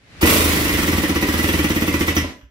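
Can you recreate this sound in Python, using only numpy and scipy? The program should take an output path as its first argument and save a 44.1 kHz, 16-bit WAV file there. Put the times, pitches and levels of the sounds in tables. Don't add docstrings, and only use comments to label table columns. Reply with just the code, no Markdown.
import sys
import numpy as np
from scipy import signal
from scipy.fft import rfft, irfft, next_fast_len
from scipy.io import wavfile

SR = 44100
rng = np.random.default_rng(int(sys.argv[2]) if len(sys.argv) > 2 else 0)


def amplitude_ratio(level_db):
    exponent = np.asarray(level_db, float) / 20
    return 10 ** exponent


def waveform_to_disk(signal):
    frames = np.transpose(np.atleast_2d(signal))
    scaled = np.clip(frames, -1, 1) * 32767
    samples = np.round(scaled).astype(np.int16)
    wavfile.write(sys.argv[1], SR, samples)


N = 110250


def unit(x):
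    return x / np.sqrt(np.mean(x ** 2) + 1e-20)


def along(points, hz):
    f, v = np.transpose(points)
    return np.interp(np.log(hz + 1), np.log(f + 1), v)


def filtered(x, response):
    m = next_fast_len(N + SR)
    return irfft(rfft(x, m) * response(np.fft.rfftfreq(m, 1 / SR)), m)[..., :N]


def noise(spectrum):
    return unit(filtered(rng.standard_normal(N), lambda hz: amplitude_ratio(along(spectrum, hz))))


SPREAD = .55


def wide(spectrum):
    shared = noise(spectrum)
    separate = np.array([noise(spectrum), noise(spectrum)])
    return np.sqrt(1 - SPREAD) * shared + np.sqrt(SPREAD) * separate


def bursts(times, levels_db, rise_s, t60_s):
    t = np.maximum(np.arange(N) / SR - np.asarray(times)[:, None], 0)
    each = amplitude_ratio(np.asarray(levels_db)[:, None] - 60 * t / t60_s) * (1 - np.exp(-t / rise_s))
    return np.sqrt(np.sum(each ** 2, axis=0))


def decaying_sine(t, hz, db, t60):
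    return amplitude_ratio(db - 60 * t / t60) * np.sin(2 * np.pi * hz * t)


def struck(ring, levels_db, times):
    out, t = np.zeros(N + SR), np.arange(SR // 2) / SR
    for k, (start_s, db) in enumerate(zip(times, levels_db)):
        out[round(start_s * SR):][:len(t)] += amplitude_ratio(db) * ring(t, k)
    return out[:N]


# frequency in Hz, left-right correlation (0 to 1).
ALIKENESS = [(60, 0.79), (300, 0.93), (640, 0.51), (1400, 0.025)]


def paired(pair):
    def mid_side_gains(hz):
        turn = np.arccos(np.clip(along(ALIKENESS, hz), -1, 1)) / 2
        return np.array([np.cos(turn), np.sin(turn)])

    mid, side = filtered(pair, mid_side_gains)
    return np.array([mid + side, mid - side])


# time in seconds, level in dB.
MURMUR_LEVEL = [(0, -56.5), (.09, -48.5), (0.192, -40.5), (.3, -24), (2.298, -34), (2.5, -72)]
# frequency in Hz, relative level in dB per Hz.
MURMUR_COLOUR = [(15, -40), (25, -12), (55, 5.5), (373, -7), (988, -13.5), (1070, -15), (1940, -8),
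                 (3160, -14.5), (4140, -16), (11000, -33), (16000, -51)]


def murmur():
    level_db = np.interp(np.arange(N) / SR, *np.transpose(MURMUR_LEVEL))
    return amplitude_ratio(level_db) * paired(np.array([noise(MURMUR_COLOUR), noise(MURMUR_COLOUR)]))


# frequency in Hz, t60 in seconds.
ROOM_DECAY = [(60, 0.18), (300, 0.49), (2000, 0.32), (6000, 0.36), (11000, 0.23), (15000, 0.11)]
# frequency in Hz, level in dB.
ROOM_LEVEL = [(60, -16), (120, -2.5), (300, -11), (700, -4.5), (2000, 7), (6000, 2.5), (15000, 12.5)]
NEAR_WALL_DB, NEAR_WALL_T60_S = -37, 0.034
PIECE = 4096


def room(x):
    out = np.zeros((2, N + SR + PIECE))
    x = np.pad(x, (60, PIECE))
    window = np.sin(np.pi * np.arange(PIECE) / PIECE)
    for start in range(0, N, PIECE // 2):
        hz, t, grain = signal.stft(rng.standard_normal((2, SR // 2)), SR, nperseg=256)
        late = amplitude_ratio(-60 * t / along(ROOM_DECAY, hz)[:, None])
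        fade = late + amplitude_ratio(NEAR_WALL_DB - 60 * t / NEAR_WALL_T60_S)
        fade = fade / np.sqrt(np.sum(fade ** 2, axis=1, keepdims=True) * 128)
        fade = fade * amplitude_ratio(along(ROOM_LEVEL, hz))[:, None]
        tail = signal.istft(grain * fade, SR, nperseg=256)[1]
        wet = signal.fftconvolve((x[start:][:PIECE] * window)[None], tail, axes=1)
        out[:, start:start + wet.shape[1]] += wet
    return paired(out[:, :N])


# start in seconds, level in dB.
BUMPS = [(2.43, -32)]
# frequency in Hz, relative level in dB, t60 in seconds.
BED = [(60, -2, 0.16), (94, -6, 0.092), (174, -15.5, 0.073)]


def bumps():
    starts, levels_db = np.transpose(BUMPS)
    t = np.maximum(np.arange(N) / SR - starts[:, None], 0)
    ring = sum(decaying_sine(t, *mode) for mode in BED)
    return amplitude_ratio(levels_db) @ (ring * (1 - np.exp(-t / 0.0067)))


LANDINGS = np.array([.227, .2709, .3056, .342, .3783, .4155, .4534, .4915, .530, .5687, .6078, .6481, .6924, .7381, .7845, .8305, .8792, .9286, .9795, 1.0337, 1.0929, 1.1573, 1.2238, 1.2846, 1.3377, 1.3888, 1.4387, 1.4874, 1.5373, 1.5886, 1.6422, 1.7015, 1.7607, 1.8191, 1.8777, 1.9392, 2.0066, 2.0796, 2.1649])
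# time in seconds, then
# relative levels in dB of thud, clank, exhaust puff, ping, backstroke.
EFFORT = [(.227, -1.5, -5, -22, -14, -11), (.27, -7.5, -6, -17.5, -14, -11),
          (.31, -8, -16, -16.5, -14, -12), (.38, -10, -13.5, -20, -16, -18),
          (.53, -11, -14.5, -22.5, -18, -26), (.65, -12.5, -12, -25.5, -18, -28),
          (.8, -8, -11, -25.5, -14, -28), (1.0, -8, -12, -27, -14, -26), (1.16, -7.5, -10, -30, -14, -26),
          (1.23, -6.5, -9.5, -28, -14, -26), (1.3, -8, -10.5, -27.5, -16, -26),
          (1.45, -8, -11, -26, -16, -26), (1.62, -7, -10.5, -28, -16, -26), (1.72, -7, -12, -28, -16, -26),
          (1.93, -8, -10.5, -29, -16, -26), (2.01, -6.5, -9, -28, -14, -26),
          (2.08, -8, -8.5, -28.5, -9, -26), (2.165, -6.5, -8, -27.5, -2, -21)]


def strength(column):
    curve = np.transpose(EFFORT)
    return np.interp(LANDINGS, curve[0], curve[column])


# frequency in Hz, relative level in dB per Hz.
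RATTLE_COLOUR = [(300, -72), (500, -14), (750, -7.5), (1100, -7), (1650, -12), (1950, -2), (2200, -9.5),
                 (3000, -8.5), (4200, -21.5), (5800, -16.5), (8000, -31), (16000, -77)]
RATTLE_UNDER_CLANK_DB, RATTLE_T60_S = -10, 0.071


def rattle():
    levels_db = strength(column=2) + RATTLE_UNDER_CLANK_DB
    return wide(RATTLE_COLOUR) * bursts(LANDINGS, levels_db, rise_s=0.001, t60_s=RATTLE_T60_S)


# start in seconds, level in dB, t60 in seconds.
TICK = (2.412, -43, .015)


def tick():
    start_s, db, t60 = TICK
    return wide(RATTLE_COLOUR) * bursts([start_s], [db], rise_s=.0004, t60_s=t60)


# frequency in Hz, relative level in dB, t60 in seconds.
CAP = [(270.5, 1.5, 0.095), (444, 0.5, 0.045), (568, -1, 0.048), (1008, -4, 0.054)]
CAP_SCATTER_DB = 2
BACK_SHARE, LAST_BACK_S = .48, 2.243


def backstroke():
    times = np.append(LANDINGS[:-1] + BACK_SHARE * np.diff(LANDINGS), LAST_BACK_S)
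    hz, db, t60 = np.transpose(CAP)[..., None]
    luck_db = CAP_SCATTER_DB * rng.standard_normal((len(times), len(CAP), 1))

    def ring(t, k):
        modes = decaying_sine(t, hz, db + luck_db[k], t60)
        return np.sum(modes, axis=0) * (1 - np.exp(-t / 0.0012))

    return struck(ring, strength(column=5), times)


STEEL_SCATTER_DB, DETUNE = 1.5, .002


def steel(modes, levels_db):
    hz, db, t60 = np.transpose(modes)[..., None]
    luck = rng.standard_normal((len(LANDINGS), 3, len(modes), 1))

    def ring(t, k):
        loudness, pitch, phase = luck[k]
        decay = amplitude_ratio(db + STEEL_SCATTER_DB * loudness - 60 * t / t60)
        attack = 1 - np.exp(-t / 0.00057)
        tone = np.sin(2 * np.pi * (hz * (1 + DETUNE * pitch) * t + phase))
        return np.sum(decay * attack * tone, axis=0)

    return struck(ring, levels_db, LANDINGS)


# frequency in Hz, relative level in dB, t60 in seconds.
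FRAME = [(597, -48.5, 1), (991, -31, 0.49), (1086, -39.5, 0.22), (1145, -19.5, 0.16), (1337, -18.5, 0.11),
         (1890, -23, .08), (1976, -14, .3), (2050, -26, .1), (2195, -39, 0.75), (2535, -23, 0.17),
         (2860, -40, 0.22), (2900, -44, 0.067)]


def clank():
    return steel(FRAME, strength(column=2))


# frequency in Hz, relative level in dB, t60 in seconds.
PING = [(2400, -14, .015), (4700, -17, .012), (5066, -30, .35), (5416, -28, .3), (5700, -27, .15),
        (5900, -16, .08), (5965, -34, .42), (6090, -33, .3), (5820, -34, .3), (12200, -41, .5)]


def ping():
    return steel(PING, strength(column=4))


# frequency in Hz, relative level in dB per Hz.
AIR_COLOUR = [(240, -33), (400, 1.5), (563, -12.5), (745, -14.5), (1000, -9.5), (1430, -13), (1720, -24.5),
              (1950, -16), (2150, -14), (3000, -14.5), (15000, -24), (15700, -26), (16500, -126)]
VALVE_LEAD_S, PUFF_RISE_S, PUFF_T60_S = 0.017, 0.0032, 0.17
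PUFF_GAIN_DB = 2.5


def exhaust():
    levels_db = strength(column=3) + PUFF_GAIN_DB
    return wide(AIR_COLOUR) * bursts(LANDINGS - VALVE_LEAD_S, levels_db, PUFF_RISE_S, PUFF_T60_S)


# frequency in Hz, relative level in dB, t60 in seconds, polarity.
HOUSING = [(44, -29, .3, 1), (57, -31, .35, 1), (82, -13, .36, -1), (123, -24, .3, -1), (160, -17, .13, -1),
           (188, -26, .3, 1), (241, -8.5, .075, 1), (272, -20, .25, -1), (291, -6.5, .12, 1),
           (334, -5.5, .065, -1), (386, -19, .15, 1), (480, -22, .2, 1), (555, -26, .2, -1)]
# frequency in Hz, relative level in dB, t60 in seconds.
FIRST_CONTACT = (400, -9, .025)
HOUSING_SCATTER_DB, HOUSING_LATE_S = 1.3, .0026


def thud():
    hz, db, t60, polarity = np.transpose(HOUSING)[..., None]
    luck_db = HOUSING_SCATTER_DB * rng.standard_normal((len(LANDINGS), len(HOUSING), 1))

    def ring(t, k):
        since_blow = np.maximum(t - HOUSING_LATE_S, 0)
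        modes = polarity * decaying_sine(since_blow, hz, db + luck_db[k], t60)
        return np.sum(modes, axis=0) - decaying_sine(t, *FIRST_CONTACT)

    return struck(ring, strength(column=1), LANDINGS)


# frequency in Hz, left over right in dB.
LEFT_OVER_RIGHT = [(60, -3.5), (110, 3.5), (200, -1.5), (380, 0), (700, -2), (1290, -1.5), (2380, -1.5),
                   (4400, -2), (8120, -1.5), (15000, -3.5)]
LEFT_LAG_S = 0.00021
FRAME_TO_ROOM_DB = -13


def scene():
    rings = clank() + ping()
    air = rattle() + exhaust() + tick()
    low = thud() + backstroke() + bumps()

    def lag(hz):
        return np.exp(-1j * np.pi * hz * LEFT_LAG_S * np.array([[1], [-1]]))

    def balance(hz):
        return amplitude_ratio(along(LEFT_OVER_RIGHT, hz) * np.array([[.5], [-.5]]))

    direct = filtered(rings + air + low, lag)
    echo = room(amplitude_ratio(FRAME_TO_ROOM_DB) * rings + air[1] + low)
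    return filtered(direct + echo, balance) + murmur()


def low_pass(x):
    return signal.sosfilt(signal.butter(12, 16170, fs=SR, output="sos"), x)


LOW_CUT_HZ = 3.9


def record(dry):
    heard = filtered(dry, lambda hz: (1j * hz / (LOW_CUT_HZ + 1j * hz)) ** 2)
    return low_pass(heard)


dry = scene()
out = record(dry)
waveform_to_disk(out)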